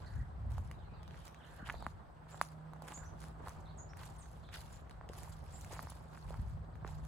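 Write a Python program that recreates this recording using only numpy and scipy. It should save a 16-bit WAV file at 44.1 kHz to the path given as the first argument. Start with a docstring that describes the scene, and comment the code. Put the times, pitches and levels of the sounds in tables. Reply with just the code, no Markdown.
"""Someone walks slowly through long grass in a quiet yard: noise grains swish, rattle and crunch.
From the start wind rumbles as low noise, a distant hum wavers and far warbles blur into noise.
Soon dry stems crackle and twigs snap as struck rings; far birds slur in an echo haze, nearer ones whistle.
Later heels thud as brief damped tones; last to join are grass blades that slip with a squeak and a scrape."""
import sys
import numpy as np
from scipy import signal
from scipy.fft import rfft, irfft
from scipy.io import wavfile
from scipy.ndimage import uniform_filter1d

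SR = 44100
rng = np.random.default_rng(int(sys.argv[2]) if len(sys.argv) > 2 else 0)


def output_pcm(signal):
    """Save a mono or channel-first signal as 16-bit PCM at the path in sys.argv[1].

    Samples are clipped to [-1, 1] before scaling.
    """
    pcm = np.clip(np.atleast_2d(signal).T, -1, 1) * 32767
    wavfile.write(sys.argv[1], SR, np.round(pcm).astype(np.int16))


N = 311787
TIME = np.arange(N) / SR
BINS = np.fft.rfftfreq(N, 1 / SR)

# left-right correlation of far sound: (frequency [Hz], likeness [0-1])
FAR_LIKENESS = [(30, 0.7), (150, 0.81), (500, 0.17), (1000, 0.017), (2500, 0.18), (11000, 0.17)]
# larger twigs breaking: (time [s], relative knock level [dB], knock pitch [Hz], relative crack level [dB])
TWIG_BREAKS = [(0.5817, -33.5, 920, -38.5), (0.7132, -38, 1780, -44), (1.144, -42.5, 1600, -62),
               (1.6904, -29, 1400, -62), (1.6989, -21, 1800, -61), (1.703, -26, 1840, -65),
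               (1.7427, -32.5, 765, -62), (1.8254, -34.5, 940, -42), (1.8661, -21.5, 1170, -34.5),
               (2.345, -35.5, 970, -59), (2.414, -13, 1200, -20.5), (2.735, -38, 1020, -44.5),
               (2.822, -35.5, 868, -36.5), (3.24, -38.5, 1490, -42), (3.474, -31, 930, -70),
               (3.484, -34.5, 1070, -35), (3.935, -38.5, 1630, -56), (4.035, -40.5, 1750, -37),
               (5.012, -36, 1090, -75), (5.1346, -40.5, 1200, -34.5), (5.7929, -27, 1180, -40),
               (5.8718, -35, 1020, -58), (5.9, -44, 1050, -51), (5.921, -39, 965, -50),
               (6.1753, -39.5, 1320, -64), (6.3069, -33.5, 660, -41), (6.3427, -36.5, 1160, -58),
               (6.7555, -45, 1500, -52), (6.8479, -30.5, 1160, -56)]


def amp(db):
    """Decibels to gain."""
    return 10 ** (np.asarray(db) / 20)


def unit(x):
    """Scales to rms 1."""
    return x / np.sqrt(np.mean(x ** 2) + 1e-20)


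def read(points, hz):
    """Reads a spectrum on a log-frequency axis."""
    f, value = np.transpose(points)
    return np.interp(np.log(hz + 1), np.log(f + 1), value)


def follow(rows):
    """Joins the rows of a control table by straight lines: one curve a column."""
    s, *columns = np.transpose(rows)
    return [np.interp(TIME, s, c) for c in columns]


def add(mix, s, sound):
    """Lays a sound into the mix at time s."""
    part = mix[max(round(s * SR), 0):][:len(sound)]
    part += sound[:len(part)]


def swell(peak_s, width_s):
    """Gaussian rise and fall around one moment."""
    return np.exp(-((TIME - peak_s) / width_s) ** 2)


def drift(rate_hz):
    """Smooth noise of rms 1, changing up to about rate_hz times a second."""
    spectrum = rfft(rng.standard_normal(N))
    return unit(irfft(spectrum * np.exp(-(BINS / rate_hz) ** 2), N))


def ring(points, stretch=1, size=4096):
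    """Causal minimum-phase ring of energy 1 with the given spectrum, stretched in pitch."""
    hz = abs(np.fft.fftfreq(size, 1 / SR)) / stretch
    log_gain = np.log(amp(read(points, hz)))
    response = np.fft.ifft(np.exp(signal.hilbert(log_gain).conj())).real[:size // 2]
    return response / np.linalg.norm(response)


def colour(x, points):
    """Passes both channels through a ring."""
    return signal.oaconvolve(x, ring(points)[None], axes=1)[:, :N]


def pair(x, likeness):
    """Blends two unrelated signals into a left and right that are partly alike."""
    a, b = rfft(x)
    same = np.clip(read(likeness, BINS), 0, .99)
    mid = a * np.sqrt((1 + same) / 2)
    side = b * np.sqrt((1 - same) / 2)
    return irfft(np.array([mid + side, mid - side]), N)


def from_below(x):
    """Ground sound bends round the microphones' housing: phase and level differ between the two ports."""
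    # (frequency [Hz], left lead [rad])
    port_phase = [(0, 0), (1700, -.1), (4700, 2.1), (5700, 4.4), (8300, 8.4), (9400, 7.9), (13500, 3.4),
                  (15500, .1)]
    # (frequency [Hz], left minus right [dB])
    port_balance = [(60, -2.5), (1200, -3), (2500, -3), (4000, -0.5), (5400, 5.5), (6800, -7), (8200, -6),
                    (10000, 0.5)]
    f, phase = np.transpose(port_phase)
    turn = np.exp(-1j * np.interp(BINS, f, phase))
    tilt = amp(read(port_balance, BINS) / 2)
    return irfft(rfft(x) * np.array([tilt, turn / tilt]), N)


def grains(per_s, spread_db, smooth, flicks_per_s, flick_decay_s, steady, patchy_db):
    """Tiny fractures over smooth rubbing, in bursts as single stems spring free; two unrelated trains."""
    size = amp(spread_db * np.minimum(rng.exponential(1, (2, N)), 4.5))
    struck = rng.random((2, N)) < per_s / SR
    clicks = unit(size * rng.choice([-1, 1], (2, N)) * struck)
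    share = np.clip(smooth, 0, 1)
    both = np.sqrt(1 - share) * clicks + np.sqrt(share) * rng.standard_normal((2, N))
    # each flick starts at once and decays exponentially
    flicks = rng.random(N) * (rng.random(N) < flicks_per_s / SR)
    bursts = unit(signal.lfilter([1], [1, -np.exp(-1 / (flick_decay_s * SR))], flicks))
    # every stem has its own pitch, so the colour shifts from moment to moment
    z = signal.stft(both * (steady + bursts), nperseg=128)[2]
    patches = uniform_filter1d(rng.standard_normal(z.shape[1:]), size=4, axis=0)
    patches = unit(uniform_filter1d(patches, size=12, axis=1))
    return unit(signal.istft(z * amp(patchy_db * patches), nperseg=128)[1][:, :N])


def outdoors(x, t60_s, delay_s):
    """Sparse decaying echoes scattered by leaves and house walls."""
    t = np.arange(SR // 2) / SR
    hits = rng.random((2, len(t))) < 2500 / SR
    taps = rng.standard_normal((2, len(t))) * hits * amp(-60 * t / t60_s) * (t > delay_s)
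    taps = taps / np.linalg.norm(taps, axis=1, keepdims=True)
    return signal.oaconvolve(x[None], taps, axes=1)[:, :N]


def wind():
    """Low eddies on the microphone: a light breeze with a few gusts."""
    # (frequency [Hz], relative density [dB per Hz])
    wind_colour = [(20, -21.5), (32, -16.5), (42, -8.5), (55, 1.5), (105, -4.5), (200, -19.5), (450, -50.5),
                   (1500, -108)]
    # (time [s], level [dB])
    breeze = [(0, -49), (1.2, -52), (1.3, -60.5), (2.93, -60), (3.02, -52), (4.9, -53.5), (5.3, -50.5),
              (5.95, -51.5), (6.15, -58.5), (7.07, -47)]
    # swells over the breeze: (peak time [s], half width [s], level [dB])
    gusts = [(.19, 0.052, -37.5), (.53, 0.15, -38.5), (1.79, 0.22, -49.5), (6.3, 0.063, -44.5),
             (6.415, 0.045, -38), (6.53, 0.11, -42.5), (6.95, 0.22, -50.5)]
    breeze_db, = follow(breeze)
    gust_power = sum((amp(db) * swell(s, width_s)) ** 2 for s, width_s, db in gusts)
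    power = amp(breeze_db) ** 2 + gust_power
    eddies = pair(colour(rng.standard_normal((2, N)), wind_colour), FAR_LIKENESS)
    # flatten the noise's own level so that the curve sets it
    strength = np.sqrt(uniform_filter1d((eddies ** 2).mean(0), size=4000))
    return eddies / strength * np.sqrt(power)


def yard():
    """A wash of far traffic and leaves that swells once, and a wavering machine hum on the right."""
    # far surroundings: (frequency [Hz], relative density [dB per Hz])
    yard_colour = [(30, -12), (70, 7.5), (160, 4.5), (280, -2.5), (420, -3.5), (750, 0.5), (1100, -3),
                   (1600, -9.5), (2400, -22.5), (4500, -27.5), (5500, -33.5), (7400, -35.5), (8150, -27),
                   (8800, -39), (16000, -43.5)]
    # machine hum: (time [s], relative level [dB])
    hum_levels = [(2.2, -62.5), (2.5, -53), (2.8, -52.5), (3.5, -56.5), (4.9, -61.5), (5.3, -58),
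                  (6.9, -51.5)]
    air = grains(per_s=3000, spread_db=2.5, smooth=0.93, flicks_per_s=79, flick_decay_s=0.014,
                 steady=22.0, patchy_db=1.92)
    wash = pair(colour(air, yard_colour), FAR_LIKENESS) * amp(-57.5 + 2 * swell(3.34, 0.6))
    level_db, = follow(hum_levels)
    hum_hz = 156.5 + 1.384 * drift(5.8)
    hum_gain = amp(level_db - 2.5 + 1.7 * drift(8.3))
    hum = np.sqrt(2) * np.sin(2 * np.pi * np.cumsum(hum_hz) / SR) * hum_gain
    return wash * amp([[-.3], [.3]]) + hum * amp([[-2.6], [1.8]])


def gait():
    """Stirring of blades, stalks and litter: a foot lands, presses and lets go; the other leg swings by."""
    # a little under two a second: (time [s], rise [s], relative blades, stalks, litter level [dB])
    footfalls = [(-.06, 0.052, -78.5, -69, -59), (0.496, 0.014, -73.5, -69.5, -56),
                 (1.04, 0.17, -78, -67.5, -77), (1.638, 0.033, -70, -60, -51.5),
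                 (2.27, 0.039, -71.5, -65, -54.5), (2.8, 0.1, -68, -84, -51.5),
                 (3.4, 0.074, -71.5, -85, -51), (3.949, 0.067, -67, -71, -52.5),
                 (4.51, 0.032, -64, -59, -55), (5.078, 0.12, -67, -70.5, -53.5),
                 (5.68, 0.05, -62.5, -67, -49), (6.267, 0.02, -70.5, -78, -52.5),
                 (6.843, 0.035, -72, -77, -52)]
    # leg through taller growth: (peak time [s], half width [s], relative level [dB])
    sweeps = [(.13, 0.13, -82.5), (.67, 0.03, -85), (1.26, 0.026, -73.5), (1.53, 0.1, -79),
              (3.04, 0.038, -86), (3.25, 0.063, -74.5), (4.3, 0.21, -82.5), (4.73, 0.067, -75.5),
              (5.34, 0.087, -80.5), (5.6, 0.15, -73), (5.92, 0.12, -75), (6.18, 0.095, -76.5),
              (6.5, 0.056, -83), (7.06, 0.033, -80)]
    # what the passing leg stirs: blades, stalks, litter gain [dB]
    sweep_mix_db = [2.5, 2.5, 7]
    hold_s, settle_db_per_s = 0.0084, 90.5
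    shake_db, shake_db_per_s = -38, 203
    power = np.zeros((3, N))
    for s, rise_s, *levels_db in footfalls:
        landing = np.sin(np.pi / 2 * np.clip((TIME - s) / rise_s, 0, 1)) ** 2
        settling = amp(-settle_db_per_s * np.maximum(TIME - s - rise_s - hold_s, 0))
        power += (amp(levels_db)[:, None] * landing * settling) ** 2
    sweeping = sum((amp(db) * swell(s, width_s)) ** 2 for s, width_s, db in sweeps)
    power += amp(sweep_mix_db)[:, None] ** 2 * sweeping
    # each twig's crack shakes the blades around it
    for s, _, _, crack_db in TWIG_BREAKS:
        shake = amp(crack_db + shake_db - shake_db_per_s * TIME[:SR // 2])
        add(power[0], s, shake ** 2)
    return np.sqrt(power)


def steps():
    """Each stroke of a leg swishes soft blades, rattles stiff stalks and crushes dull litter."""
    # three spectra: (frequency [Hz], relative density [dB per Hz])
    swish_colour = [(500, -52), (2000, 3.5), (4500, 8), (6000, 5.5), (8000, 7), (12000, 1.5), (13500, 0.5),
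                    (16000, -9.5)]
    stalk_colour = [(200, -54), (700, -20), (1500, 9), (2500, 1), (4200, 0.5), (12000, -26)]
    crunch_colour = [(100, -17), (250, -4.5), (500, -3.5), (900, 6), (1500, -6.5), (3200, -14), (8000, -61)]
    # left-right correlation: (frequency [Hz], likeness [0-1])
    near_likeness = [(200, 1), (1200, 0.82), (4500, 0.046), (8000, 0.78), (10500, 1)]
    brush, bend, weight = gait()
    blades = grains(per_s=840, spread_db=3.5, smooth=.45, flicks_per_s=170, flick_decay_s=0.0042,
                    steady=1.8, patchy_db=3.0) * brush * amp(5.5)
    stalks = grains(per_s=310, spread_db=2.0, smooth=0.5, flicks_per_s=110, flick_decay_s=0.0037,
                    steady=0.58, patchy_db=4.0) * bend * amp(2.5)
    litter = grains(per_s=400, spread_db=2.0, smooth=0.59, flicks_per_s=92, flick_decay_s=0.012,
                    steady=2.4, patchy_db=4.0) * weight * amp(-5.0)
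    rustle = colour(blades, swish_colour) + colour(stalks, stalk_colour) + colour(litter, crunch_colour)
    return from_below(pair(rustle, near_likeness))


def warbles(direct_db=-3, echo_db=-4, waver_share=0.0304):
    """Far birds: quick, uneven pitch swings, smeared into narrow-band noise by the leaves on the way."""
    # (time [s], length [s], pitch [Hz], relative level [dB])
    warble_notes = [(0, 0.28, 1629, -63), (0.053, 0.033, 4120, -63), (1.356, 0.25, 1632, -64.5),
                    (1.392, 0.1, 3080, -66.5), (1.583, 0.076, 1500, -54.5), (1.712, 0.15, 4120, -65.5),
                    (2.981, 0.094, 1550, -59.5), (3.644, 0.095, 3960, -68), (4.421, 0.098, 3740, -67.5)]
    turns_per_s, swing_share, uneven_share, blur_hz = 33, 0.09, .35, 290
    out = np.zeros(N)
    waver = waver_share * drift(57)
    blur = drift(blur_hz) + 1j * drift(blur_hz)
    pace = turns_per_s * (1 + uneven_share * drift(turns_per_s))
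    for s, length_s, hz, db in warble_notes:
        at = max(int(s * SR), 0) + np.arange(int(length_s * SR))
        swing = swing_share * np.cos(2 * np.pi * np.cumsum(pace[at]) / SR)
        pitch_hz = hz * (1 - swing + waver[at])
        carrier = np.exp(2j * np.pi * np.cumsum(pitch_hz) / SR)
        note = signal.windows.tukey(len(at), .5) * (blur[at] * carrier).real
        add(out, s, amp(db) * unit(note) / np.sqrt(2))
    return amp(direct_db) * out + amp(echo_db) * outdoors(out, t60_s=0.23, delay_s=0.00603)


def crackles(split_s=0.00093, fibres_per_s=12000, gain_db=3):
    """Dry stems and dead leaves split as a quick run of fibres letting go, ever weaker on average."""
    # (time [s], relative body level [dB], relative crisp top level [dB])
    splits = [(0.5181, -55, -55), (0.714, -44.5, -52), (1.031, -54.5, -60.5), (1.0783, -47.5, -59),
              (1.109, -50, -66), (1.254, -59, -48), (1.2795, -47, -49), (1.3456, -48.5, -57),
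              (1.7243, -56, -48), (2.8785, -51, -59), (2.8838, -42.5, -56), (2.9204, -45, -51),
              (2.9756, -48.5, -56), (3.2173, -50.5, -51), (3.493, -56, -45.5), (3.971, -49.5, -49),
              (4.4896, -48, -78), (4.541, -42.5, -61), (4.557, -44, -43), (4.896, -53, -56),
              (4.91, -48.5, -57), (5.09, -48.5, -54), (5.2332, -50, -43), (5.6114, -67, -47),
              (5.6468, -50, -49), (6.866, -51, -69), (6.8768, -47.5, -51), (7.051, -55, -52)]
    # two spectra: (frequency [Hz], relative density [dB per Hz])
    body_colour = [(150, -19.5), (700, -3.5), (1700, 1.5), (2600, -5.5), (4500, -10.5), (7000, -33),
                   (16000, -76)]
    top_colour = [(1500, -49), (4000, -5), (6000, 8.5), (11500, 2), (16000, -4.5)]
    out, t = np.zeros(N), np.arange(SR // 50) / SR
    body, top = ring(body_colour), ring(top_colour)
    for s, body_db, top_db in splits:
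        struck = rng.random(len(t)) < fibres_per_s / SR
        fibres = rng.standard_normal(len(t)) * struck * np.exp(-t / split_s)
        fibres[0] = 1
        for tone, db in (body, body_db), (top, top_db):
            split = signal.fftconvolve(fibres, tone)
            add(out, s, amp(db + gain_db) * split / abs(split).max())
    return from_below(out) + amp(-5) * outdoors(out, t60_s=0.21, delay_s=0.0024)


def twigs(crack_decay_s=0.00064, crack_lead_s=.0007, crack_db=-9.5):
    """Fibres part with a bright crack, then the stick gives one dull knock that the soil damps at once."""
    # knock of a twig pitched at knock_hz: (frequency [Hz], relative level [dB])
    knock_colour = [(40, -5), (180, -6.5), (400, -12), (650, 3), (1150, 8.5), (1950, -2.5), (2700, -16.5),
                    (16000, -77)]
    # parting fibres: (frequency [Hz], relative level [dB])
    crack_colour = [(1500, -19), (4200, 2.5), (6000, -7), (10500, -1.5), (16000, -15.5)]
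    knock_hz = 1200
    out, t = np.zeros(N), np.arange(300) / SR
    noises = rng.standard_normal((len(TWIG_BREAKS), len(t)))
    for (s, db, hz, bright_db), fibres in zip(TWIG_BREAKS, noises):
        knock = ring(knock_colour, hz / knock_hz)
        outline = abs(signal.hilbert(knock))
        # the knock peaks at s
        add(out, s - outline.argmax() / SR, amp(db - 2.47) * knock / outline.max())
        parting = fibres * t * np.exp(-t / crack_decay_s)
        crack = signal.fftconvolve(ring(crack_colour), parting)
        add(out, s - crack_lead_s, amp(bright_db + crack_db) * crack / abs(crack).max())
    return from_below(out) + amp(-21.5) * outdoors(out, t60_s=0.29, delay_s=.003)


def far_song(count=80, low_hz=2300, high_hz=4100, db=-76):
    """Far birds overlap in quick, random slurs that arrive only as a haze of echo."""
    out, u = np.zeros(N), np.linspace(0, 1, SR // 20)
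    starts_s = np.linspace(.7, 1.65, count)
    for s, (a, b, c) in zip(starts_s, rng.random((count, 3))):
        # each slur bends up or down by about a third (a fifth of its starting pitch)
        hz = (low_hz + (high_hz - low_hz) * a) * (1 + 0.2 * np.sign(b - .5) * u)
        note = np.sin(np.pi * u) * np.sin(2 * np.pi * np.cumsum(hz) / SR)
        add(out, s + 0.067 * c, amp(db) * note)
    return outdoors(out, t60_s=0.22, delay_s=0.007)


def bird_notes():
    """Every whistle as (s, pitch curve Hz, relative dB): hooked calls, their after-notes, single slurs."""
    # single slurs of other birds: (time [s], length [s], start [Hz], end [Hz], relative level [dB])
    slurs = [(0.936, 0.038, 4740, 3600, -69), (4.181, 0.05, 9150, 6000, -58)]
    # near bird's calls: (time [s], pitch [Hz], relative level [dB])
    calls = [(2.299, 7430, -57.5), (2.928, 7080, -44), (3.771, 6880, -49.5), (4.711, 7140, -59),
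             (5.522, 7480, -51.5)]
    # call that dips and recovers: (share of the call [0-1], pitch ratio [1], relative level [dB])
    hook = [(0, 1.27, -17), (.17, 1.11, -7.5), (.38, .925, -2), (.6, .985, -3.5), (1, 1.03, -1.5)]
    # softer, lower note after each of the loudest calls: (time [s], pitch [Hz], relative level [dB])
    answers = [(3.05, 6300, -59), (3.889, 5720, -62)]
    hook_s, answer_s = 0.046, 0.03
    answer_from = 0.81  # scoops up from this share of its pitch
    slur_bend = 1.3  # a slur starts level, moves ever faster and flattens at its end
    share, ratio, shape_db = np.transpose(hook)
    u = np.linspace(0, 1, int(hook_s * SR))
    v = np.linspace(0, 1, int(answer_s * SR))
    notes = [(s, hz * np.interp(u, share, ratio), db + np.interp(u, share, shape_db))
             for s, hz, db in calls]
    lift = answer_from + (1 - answer_from) * np.sin(np.pi / 2 * np.sqrt(v))
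    notes += [(s, hz * lift, db) for s, hz, db in answers]
    for s, length_s, start_hz, end_hz, db in slurs:
        w = np.linspace(0, 1, int(length_s * SR))
        glide = np.sin(np.pi / 2 * w ** slur_bend) ** 2
        notes.append((s, start_hz + (end_hz - start_hz) * glide, db))
    return notes


def birds(direct_db=-4.0, echo_db=-4, waver_share=0.0097, near_db=-54, hidden=0.1, taper=0.19):
    """Thin sine whistles linger among the trees; the faint, far ones lose some of their direct sound."""
    sung, direct = np.zeros((2, N))
    waver = 1 + waver_share * drift(320)
    for s, hz, db in bird_notes():
        turns = np.cumsum(hz * waver[int(s * SR):][:len(hz)]) / SR
        note = amp(db) * signal.windows.tukey(len(hz), taper) * np.sin(2 * np.pi * turns)
        add(sung, s, note)
        add(direct, s, note * amp(direct_db + hidden * min(np.max(db) - near_db, 0)))
    return direct + amp(echo_db) * outdoors(sung, t60_s=0.24, delay_s=0.005)


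def thuds(cycles=0.54, sag_s=0.19):
    """The heel lands on soft soil with a short, low push of sagging pitch that dies in a cycle or two."""
    # (time [s], starting pitch [Hz], level [dB])
    heels = [(1.626, 222, -41.5), (1.867, 214, -41.5), (3.404, 440, -46.5), (5.098, 474, -39.5),
             (5.729, 470, -42.5), (6.39, 171, -42), (6.848, 413, -41)]
    out, t = np.zeros(N), np.arange(SR // 16) / SR
    for s, hz, db in heels:
        age = t * hz / cycles
        push = age * np.exp(1 - age)
        add(out, s, amp(db) * push * np.sin(2 * np.pi * hz * t * (1 - t / sag_s)))
    return out


def slips(squeak=0.36, scrape=0.22):
    """A taut grass blade slides off a shoe: a short scrape with a thin, jittery pitch in it."""
    # (time [s], length [s], pitch [Hz], relative level [dB])
    slides = [(3.202, 0.016, 9060, -51), (4.725, 0.013, 10060, -51), (5.824, 0.014, 11800, -43.5),
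              (5.898, 0.015, 9940, -41.5)]
    out = np.zeros(N)
    treble = signal.butter(2, [3500, 13000], "band", fs=SR, output="sos")
    for s, length_s, hz, db in slides:
        u = np.linspace(0, 1, int(length_s * SR))
        rub, jitter = rng.standard_normal((2, SR // 10))[:, :len(u)]
        tone = np.sin(2 * np.pi * np.cumsum(hz * (1 + 0.059 * jitter)) / SR)
        rasp = unit(signal.sosfilt(treble, rub))
        envelope = np.sin(np.pi * np.sqrt(u)) ** 2
        add(out, s, amp(db) * envelope * (squeak * tone + scrape * rasp))
    return from_below(out)


def scene():
    """The walker's sounds in the open yard, with the birds in the trees to the right."""
    trees = (warbles() + far_song() + birds()) * amp([[-2], [1.7]])
    ground = steps() + crackles() + twigs() + thuds() + slips()
    return wind() + yard() + ground + trees


def record(dry):
    """Band limit: a linear-phase lowpass."""
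    cutoff_hz = 15900
    lowpass = signal.firwin(511, cutoff_hz, window=("kaiser", 9), fs=SR)
    return signal.oaconvolve(dry, lowpass[None], "same")


dry = scene()
out = record(dry)
output_pcm(out)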